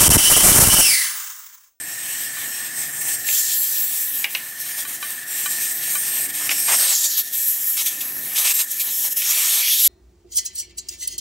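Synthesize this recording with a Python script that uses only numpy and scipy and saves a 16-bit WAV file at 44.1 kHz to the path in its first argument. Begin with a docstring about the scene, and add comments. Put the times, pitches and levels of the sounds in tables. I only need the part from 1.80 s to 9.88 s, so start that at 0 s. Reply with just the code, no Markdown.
"""Air escapes from a bicycle tire valve while fingers unscrew its core with a small tool.
From the start the jet hisses through the cavities of valve and tool, with a breathy stem note and two
edge tones, over a workshop's rumble. From 0.6 s the hand taps a spoke; from 1.5 s the tool ticks on the
valve. From 4.6 s the jet splutters where fingers deflect it, and at 5.3 s the tool comes off. Near 8 s
the rumble has faded and the freed jet is at its strongest."""
import sys
import numpy as np
from scipy import signal
from scipy.fft import rfft, irfft, next_fast_len
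from scipy.io import wavfile
from scipy.ndimage import uniform_filter1d, map_coordinates

SR = 44100
rng = np.random.default_rng(int(sys.argv[2]) if len(sys.argv) > 2 else 0)


def generate_wav(signal):
    """Clip the signal to [-1, 1] and save it as 16-bit WAV at the path in sys.argv[1]."""
    frames = np.transpose(np.atleast_2d(signal))
    scaled = np.clip(frames, -1, 1) * 32767
    pcm = np.round(scaled).astype(np.int16)
    wavfile.write(sys.argv[1], SR, pcm)


N = 356239
FRAME, HOP = 256, 64  # samples

# slow envelopes: t/s, stem note level/dB, rumble level/dB
NOTE_AND_RUMBLE = [(0, -39, -52), (.3, -37.5, -50), (1.35, -36.5, -49), (1.62, -41.5, -55.5),
                   (2.72, -41.5, -54), (3.3, -39, -53), (4.12, -36.5, -49), (4.97, -39.5, -49.5),
                   (5.15, -43, -57), (5.92, -45.5, -56), (6.14, -44, -50.5), (6.48, -44, -46.5),
                   (6.6, -38, -51), (6.75, -42, -55.5), (7.1, -47, -55), (7.4, -45.5, -53),
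                   (7.69, -41.5, -65), (7.94, -44.5, -73), (8.08, -52, -73)]
# the jet as the core comes loose: t/s, nominal level/dB of fizz, of cavity, of rush
JET_LEVELS = [(0, -37, -34, -43.5), (.25, -33, -30, -39.5), (1.15, -33, -31.5, -41),
              (1.3, -27.5, -26.5, -37.5), (1.5, -19.5, -25, -34), (1.72, -21.5, -21.5, -31.5),
              (1.77, -17, -30, -36), (2.22, -21.5, -28.5, -40.5), (2.27, -22, -33, -40),
              (2.53, -26, -31.5, -40), (2.6, -36.5, -37.5, -45), (3.0, -32, -32, -41.5),
              (3.44, -32, -36.5, -42), (3.52, -28.5, -29.5, -38.5), (4.4, -23, -25.5, -35.5),
              (4.5, -29, -30, -39), (4.58, -26, -26, -34), (4.85, -27, -23.5, -37),
              (5.0, -24.5, -23, -29.5), (5.26, -26, -20.5, -27.5), (5.33, -24.5, -29.5, -30.5),
              (5.58, -20, -27, -37), (5.8, -23.5, -32.5, -44.5), (6.0, -20, -28.5, -39.5),
              (6.13, -28, -33, -39), (6.28, -28.5, -37, -44.5), (6.52, -27.5, -35, -43.5),
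              (6.9, -27.5, -30.5, -40.5), (7.07, -22, -29.5, -40.5), (7.3, -21.5, -29.5, -41),
              (7.4, -20.5, -25.5, -33.5), (7.5, -22, -23, -29.5), (7.77, -22.5, -20, -25),
              (7.85, -20, -26, -25.5), (8.08, -15, -18.5, -22.5)]
# tool or finger presses the core and chokes the flow: t/s, duration/s, nominal gain/dB
FLOW_CHOKES = [(.88, 0.086, -3), (1.36, 0.11, -6.5), (2.455, 0.042, -9), (3.04, .04, -3.5),
               (3.165, 0.042, -5.5), (3.44, 0.034, -5.5), (3.93, 0.093, -4.5), (4.47, .02, -8),
               (4.51, .03, -10), (4.68, 0.019, -5), (5.42, .11, -8), (5.488, .035, -4), (6.04, .015, -1),
               (6.728, .008, -4), (6.85, 0.06, -5.5), (6.945, 0.051, -4.5), (7.292, .012, -8),
               (7.335, 0.029, -12.5)]


def amp(db):
    """Amplitude ratio of a level in decibels."""
    return 10 ** (np.asarray(db) / 20)


def along(points, hz):
    """Interpolation of (f/Hz, value) points on a logarithmic frequency axis."""
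    f, values = np.transpose(points)
    return np.interp(np.log(hz + 1), np.log(f + 1), values)


def curves(rows, t):
    """Linear interpolation in time of each column after the first."""
    times, *columns = np.transpose(rows)
    return [np.interp(t, times, column) for column in columns]


def plateaus(rows, t, rise_s=.005, fall_s=.0084):
    """Superposed smooth-edged pulses, one sum for each column after start and duration."""
    start, duration, *heights = np.array(rows).T[:, :, None]
    gate = (np.tanh((t - start) / rise_s) - np.tanh((t - start - duration) / fall_s)) / 2
    return [(height * gate).sum(0) for height in heights]


def wobble(rate, t):
    """Smooth random modulation: a spline through `rate` Gaussian knots a second."""
    return map_coordinates(rng.standard_normal(int(t[-1] * rate) + 4), [t * rate])


def filtered(x, response):
    """Linear filtering: the spectrum is multiplied by a frequency response."""
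    size = next_fast_len(N + SR // 2)
    return irfft(rfft(x, size) * response(np.fft.rfftfreq(size, 1 / SR)), size)[..., :N]


def bell(hz, centre_hz, width_hz):
    """Lorentzian resonance curve, 1 at its centre; the width is taken at half height."""
    return 1 / (1 + (2 * (hz - centre_hz) / width_hz) ** 2)


def stereo_noise():
    """Partial coherence: sum and difference of two independent noises give two white channels."""
    # likeness of left and right: f/Hz, correlation coefficient
    correlation = [(40, -0.69), (70, -0.4), (130, 0.4), (290, 0.6), (640, .86), (1200, 0.96), (2300, .97),
                   (2800, 1), (12200, 1), (12900, 0.93)]

    def weights(hz):
        angle = np.arccos(np.clip(along(correlation, hz), -1, 1)) / 2
        return np.array([np.cos(angle), np.sin(angle)])

    mid, side = filtered(rng.standard_normal((2, N)), weights)
    return np.array([mid + side, mid - side])


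def coloured_noise(power):
    """Stationary stereo noise of unit rms, shaped by a power spectrum."""
    noise = filtered(stereo_noise(), lambda hz: np.sqrt(power(hz)))
    return noise / noise.std()


def air_jet():
    """Source and filter: turbulence excites cavities whose resonances move with tool and fingers."""
    # four bands of jet noise, highest first: f/Hz, relative spectral level/dB
    fizz_band = [(5000, -46), (8500, -26), (9250, -23), (10000, -0.5), (10900, -1), (11400, 1.5),
                 (12100, 4.5), (13200, 0.5), (14600, -1), (15200, 0), (16000, 1.5)]
    cavity_band = [(4500, -21.5), (5300, -4), (6500, -5), (8000, -1.5), (9500, -2), (10500, -5.5)]
    rush_band = [(1000, -70), (1900, -7), (2400, 1), (3100, -2), (3900, 0.5), (4700, -1), (5600, -2),
                 (6500, 3.5), (8000, -65)]
    splutter_band = [(120, -70), (300, -20), (480, -4.5), (750, -2), (1200, 1.5), (1600, 1), (2200, 7),
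                     (3200, -49)]
    # air thrown against tool and fingers: t/s, duration/s, nominal gain/dB of fizz, of rush, of splutter
    spurts = [(1.21, .015, 8, 6, 0), (1.93, 0.065, -2, 4, -4), (2.8, .025, 9, 1, 0),
              (2.98, 0.027, 2, 3.5, 9), (3.13, 0.028, 4, 1.5, -2), (3.7, .04, 5, 2, 0),
              (4.6, .09, -0.5, -0.5, 10.5), (4.707, .022, 3, 11, 23), (4.878, 0.084, 1.5, 8.5, 26),
              (4.975, 0.17, 1, 1, 16.5), (5.24, .03, 0.5, 5.5, 3), (5.37, 0.034, 7.5, 6, 10),
              (5.97, 0.058, 1.5, 12.5, 16), (6.058, 0.033, 7.5, 12, 4), (6.208, 0.014, 9, 12, 2),
              (6.1, .45, 0, 0, 3.5), (6.555, 0.031, 4, 16.5, 8), (6.583, .06, 5, 14, 11),
              (6.645, .085, 6.5, 19, 15), (6.74, .05, 7, 9, 6), (6.79, .035, 6, 15, 16),
              (6.91, .012, 8, 2, 2), (6.998, 0.029, 3, 11.5, 2), (7.03, 0.076, -0.5, 2, 11),
              (7.238, 0.057, -1.5, 1.5, 12), (7.365, .015, 3.5, 6.5, 13), (7.46, .37, 0, 0, 13),
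              (7.83, .08, 0, 0, 8)]
    # gap between tool and valve: t/s, cavity f/Hz, fizz f/Hz, relative level/dB of the highest fizz
    gap = [(0, 8000, 12200, -1), (1.4, 8200, 12200, 2), (1.6, 6950, 12300, 6), (1.8, 7500, 12300, 4.5),
           (2.3, 8000, 12200, 4), (2.7, 8600, 12300, -1), (3.1, 8900, 12230, 1), (3.5, 8150, 12200, 0.5),
           (4.45, 8400, 12200, 0.5), (5.05, 8400, 12150, -12), (5.17, 6600, 12300, -3),
           (5.5, 7700, 11960, 1.5), (6.03, 7100, 11500, -1), (6.4, 7850, 11900, 1), (6.64, 8100, 11800, -7),
           (6.95, 7610, 11800, -0.5), (7.48, 6000, 11600, -2.5), (7.56, 7900, 11800, -4),
           (7.78, 8100, 11800, -7), (7.9, 6000, 11400, -7), (8.08, 7500, 11700, -7)]
    # hollow between fingers and tool: t/s, rush f/Hz, splutter f/Hz
    hollow = [(0, 2550, 750), (1.45, 2660, 750), (1.6, 4600, 900), (2.2, 3180, 890), (4.6, 2660, 600),
              (4.88, 2500, 800), (4.97, 3540, 550), (5.12, 3850, 800), (5.16, 5070, 1390),
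              (5.34, 5030, 1400), (5.42, 3900, 500), (5.98, 2840, 1300), (6.5, 2800, 800),
              (6.7, 2930, 1200), (7.3, 3500, 600), (7.43, 2700, 1250), (7.6, 3100, 1200),
              (7.88, 3200, 1200), (7.96, 3900, 1500)]
    # stationary resonances of valve and tool: f/Hz, width/Hz, gain/dB
    bore = [(2190, 150, 2), (3200, 300, 2), (5600, 400, 2), (6700, 200, 3), (9640, 170, 2), (11650, 300, 2),
            (12300, 150, 2), (13200, 200, 2), (15600, 200, 3)]
    hz, t, spectrogram = signal.stft(stereo_noise(), SR, nperseg=FRAME, noverlap=FRAME - HOP)
    hz = hz[:, None]
    tool_on = t < 5.3

    fizz_db, cavity_db, rush_db = curves(JET_LEVELS, t)
    fizz_lift, rush_lift, splutter_lift = plateaus(spurts, t)
    cavity_lift = 0.49 * fizz_lift + 0.45 * rush_lift
    splutter_db = curves(NOTE_AND_RUMBLE, t)[0] - 11.5  # follows the stem note
    flutter = 0.89 * wobble(16, t) + 0.86 * wobble(35, t)  # unsteady flow, common to all bands
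    flow_db = flutter + plateaus(FLOW_CHOKES, t)[0]

    cavity_hz, fizz_hz, top_db = curves(gap, t)
    rush_hz, splutter_hz = curves(hollow, t)
    top_shelf = amp(2 * top_db * np.clip((hz - 12800) / 1200, 0, 1))
    low_cut = 1 / (1 + (0.66 * rush_hz / (hz + 1)) ** 8)  # a small hollow holds no lows
    cavity_width_hz = np.where(tool_on, 840, 2200)
    bands = [(fizz_band, fizz_db + fizz_lift, top_shelf * (1 + amp(3.5) * bell(hz, fizz_hz, 1200))),
             (cavity_band, cavity_db + cavity_lift, 1 + amp(11.5) * bell(hz, cavity_hz, cavity_width_hz)),
             (rush_band, rush_db + rush_lift, low_cut * (1 + amp(5.5) * bell(hz, rush_hz, 1900))),
             (splutter_band, splutter_db + splutter_lift, 1 + amp(6.5) * bell(hz, splutter_hz, 470))]
    power = 0
    for spectrum, nominal_db, resonance in bands:
        shape = amp(2 * along(spectrum, hz)) * resonance
        flicker = 0.85 * wobble(20, t)
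        turning = .6 * wobble(13, t) * tool_on  # the turning tool shakes each band's level
        level_db = 0.976 * (nominal_db + flow_db + flicker + turning)
        power = power + shape / shape.mean(0) * amp(2 * level_db)

    # the colour shimmers in random patches of frequency and time
    patches = uniform_filter1d(rng.standard_normal(power.shape), size=3, axis=0)
    patches = uniform_filter1d(patches, size=60, axis=1)
    spectrogram = spectrogram * np.sqrt(power) * amp(1.88 * patches / patches.std())
    jet = signal.istft(spectrogram, SR, nperseg=FRAME, noverlap=FRAME - HOP)[1][:, :N]

    def bore_response(f):
        gain_db = sum(db * bell(f, centre, width) for centre, width, db in bore) + 0.04
        bass_cut = f ** 3 / (f ** 3 + 300 ** 3)
        return amp(gain_db) * bass_cut

    return filtered(jet, bore_response)


def edge_tone(db, centre_hz, t, width_hz, waver_hz):
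    """Quadrature modulation shifts slow noise up to a narrow band about a wandering centre."""
    in_phase, quadrature = filtered(rng.standard_normal((2, N)), lambda hz: bell(hz, 0, width_hz))
    phase = 2 * np.pi * np.cumsum(centre_hz + waver_hz * wobble(7, t)) / SR
    tone = in_phase * np.cos(phase) + quadrature * np.sin(phase)
    return amp(db + 2.4 * wobble(14, t)) * tone / tone.std()


def core_whistles():
    """Edge tones: air oscillates across the edges of the loosened core in two narrow bands."""
    # t/s, upper tone level/dB, lower tone level/dB, upper tone f/Hz
    tones = [(0, -37, -48, 8400), (.3, -36, -44, 8300), (1.15, -35, -40, 8380), (1.3, -29, -34, 8570),
             (1.52, -37, -26.5, 8230), (1.76, -39, -34, 8280), (2.2, -36, -36, 8470),
             (2.32, -42, -49, 8680), (2.67, -50, -53, 8600), (3.1, -39, -44, 8800), (3.43, -39, -50, 8480),
             (3.52, -35.5, -38, 8540), (4.4, -28, -37, 8470), (4.6, -31, -41, 8500),
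             (5.05, -24.5, -35, 8470), (5.11, -28, -28, 8000), (5.17, -28, -30, 7000),
             (5.27, -28, -31, 7000), (5.32, -50, -50, 7000), (6.6, -55, -55, 8450), (6.66, -32, -36, 8450),
             (6.82, -32, -33, 8500), (6.87, -55, -55, 8450)]
    t = np.arange(N) / SR
    upper_db, lower_db, upper_hz = curves(tones, t)
    upper = edge_tone(upper_db, upper_hz, t, width_hz=290, waver_hz=70)
    lower = edge_tone(lower_db, 7530, t, width_hz=230, waver_hz=40)
    choke = np.interp(t, t[::HOP], plateaus(FLOW_CHOKES, t[::HOP])[0])
    return (upper + lower) * amp(1.1 * choke)  # the tones choke deeper than the jet


def stem_note():
    """Air-column resonance: like a blown tube, the stem selects one breathy note from the noise."""
    t = np.arange(N) / SR
    level_db = curves(NOTE_AND_RUMBLE, t)[0] + 0.4 * wobble(12, t)
    return amp(level_db) * coloured_noise(lambda hz: bell(hz, centre_hz=1796, width_hz=119) ** 1.22)


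def workshop_rumble():
    """Superposition of low broadband noise and the tonal hums of distant machines."""
    # f/Hz, relative spectral level/dB
    spectrum = [(18, -56), (30, -18), (69, -12), (108, -1.5), (226, -3), (269, 0), (377, -5), (412, -5.5),
                (461, -11), (600, -8), (780, -5.5), (1320, -120)]
    # f/Hz, level/dB relative to the rumble, start t/s, end t/s
    hums = [(716, -8, 0, 5.1), (288, -2.5, 4.5, 4.75), (150, -3, 1.0, 1.23), (104, -5, 1.2, 1.7)]
    t = np.arange(N) / SR
    rumble = coloured_noise(lambda hz: amp(2 * along(spectrum, hz)))
    rumble = rumble * amp(0.37 * wobble(3.13, t) + 1.45 * wobble(12, t))
    thinned = filtered(rumble, lambda hz: amp(-4 / (1 + (hz / 120) ** 4)))
    rumble = rumble + np.clip((t - 4.5) / .3, 0, 1) * (thinned - rumble)  # the deepest part recedes
    for hz, db, start, end in hums:
        running = np.clip(np.minimum(t - start, end - t) / .08 + 1, 0, 1)
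        envelope = running * amp(db + 1.5 * wobble(4.21, t))
        rumble = rumble + envelope * np.sin(2 * np.pi * hz * t + 0.67 * wobble(6, t))
    return amp(curves(NOTE_AND_RUMBLE, t)[1]) * rumble


def contact_noise(t, band_hz, t60_s):
    """A brief impact has a broad spectrum: band-limited noise with exponential decay."""
    noise = signal.lfilter(*signal.butter(2, band_hz, 'band', fs=SR), rng.standard_normal(len(t)))
    return amp(-60 * t / t60_s) * noise


def spoke_taps():
    """Free vibration: a spoke tapped by the hand rings briefly in damped, inharmonic modes."""
    # t/s, level/dB
    taps = [(0.5692, -22.5), (2.8614, -29), (3.051, -20.5), (3.2268, -14.5), (3.6591, -13.5),
            (4.153, -16.5)]
    # f/Hz, relative level/dB, T60/s
    modes = [(1164, -3.5, 0.089), (1503, -3.5, 0.087), (1900, -16, 0.045), (2410, -1.5, 0.069),
             (3070, -2, 0.096), (3930, 0, .05), (5800, -6, .03)]
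    out, t = np.zeros(N + SR), np.arange(SR // 4) / SR
    attack = 1 - np.exp(-t / 0.00046)
    for start, db in taps:
        ring = sum(amp(level + rng.normal(0, 1.2) - 60 * t / t60) * np.sin(2 * np.pi * hz * t)
                   for hz, level, t60 in modes)
        tap = ring + 2 * contact_noise(t, band_hz=[900, 5000], t60_s=0.028)
        out[round(start * SR):][:len(t)] += amp(db) * tap / np.abs(tap).max() * attack
    return out[:N]


def tool_ticks():
    """Impact on the valve excites the tool's modes, the highest dying first; the frame rattles dully."""
    # t/s, level/dB, gain/dB of the low modes, relative rattle level/dB
    ticks = [(1.486, -15.5, -28, -2), (2.4425, -7, -42, -2), (2.5492, -10, -18, -2),
             (4.6918, -7.5, -33, -14), (7.419, -17, -31, 3)]
    # f/Hz, relative level/dB
    modes = [(560, 1), (950, -4), (1300, -2), (2220, -3), (2450, -0.5), (2820, -0.5), (3100, -3),
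             (3700, -7), (5200, -3), (5800, -6)]
    out, t = np.zeros(N + SR), np.arange(SR // 4) / SR
    for start, db, low_db, rattle_db in ticks:
        ring = 0
        for hz, level in modes:
            t60 = .028 * min(1, 2600 / hz) ** 1.2
            phase_drift = np.cumsum(rng.normal(0, 0.18, len(t)))  # loose parts blur the ring
            mode_db = level + low_db * (hz < 1800) + rng.normal(0, 1.57)
            ring = ring + amp(mode_db - 60 * t / t60) * np.sin(2 * np.pi * hz * t + phase_drift)
        ring = ring * (1 - np.exp(-t / .0015))
        snap = ring / np.abs(ring).max() + amp(-5) * contact_noise(t, band_hz=[2500, 7000], t60_s=.012)
        tail = amp(-60 * t / 0.19) * rng.standard_normal(len(t))
        tail = signal.lfilter(*signal.butter(2, 3300, fs=SR), tail / np.linalg.norm(tail))
        rattle = amp(rattle_db) * signal.fftconvolve(snap, tail)[:len(t)]
        out[round(start * SR):][:len(t)] += amp(db) * (snap + rattle)
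    return signal.lfilter(*signal.butter(2, 450, 'high', fs=SR), out[:N])  # small parts radiate no bass


def draught(start_s=5.0):
    """Turbulent pressure from the freed jet faintly buffets left and right in antiphase."""
    t = np.arange(0, N / SR, .005)
    flow_db = curves(JET_LEVELS, t)[0] + plateaus(FLOW_CHOKES, t)[0] + 3 * wobble(9, t)
    envelope = np.interp(np.arange(N) / SR, t, amp(flow_db - 48) * (t > start_s))
    pressure = filtered(rng.standard_normal(N), lambda hz: bell(hz, 0, width_hz=260))
    return np.array([[1], [-1]]) * envelope * pressure / pressure.std()


def scene():
    """Linear superposition: the pressures of all sources add."""
    sustained = air_jet() + core_whistles() + stem_note() + workshop_rumble()
    return sustained + tool_ticks() + spoke_taps() + draught()


def record(dry, top_hz=15750):
    """Band limiting, with a level difference between the channels that depends on frequency."""
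    # f/Hz, left minus right level/dB
    balance = [(40, 0), (85, -4.5), (170, -6.5), (350, -4), (700, -2.8), (1300, .5), (2300, 1), (2800, 0),
               (12200, 0), (13200, 1.3)]
    side = np.array([[.5], [-.5]])
    return filtered(dry, lambda hz: amp(side * along(balance, hz)) * (hz < top_hz))


dry = scene()
out = record(dry)
generate_wav(out)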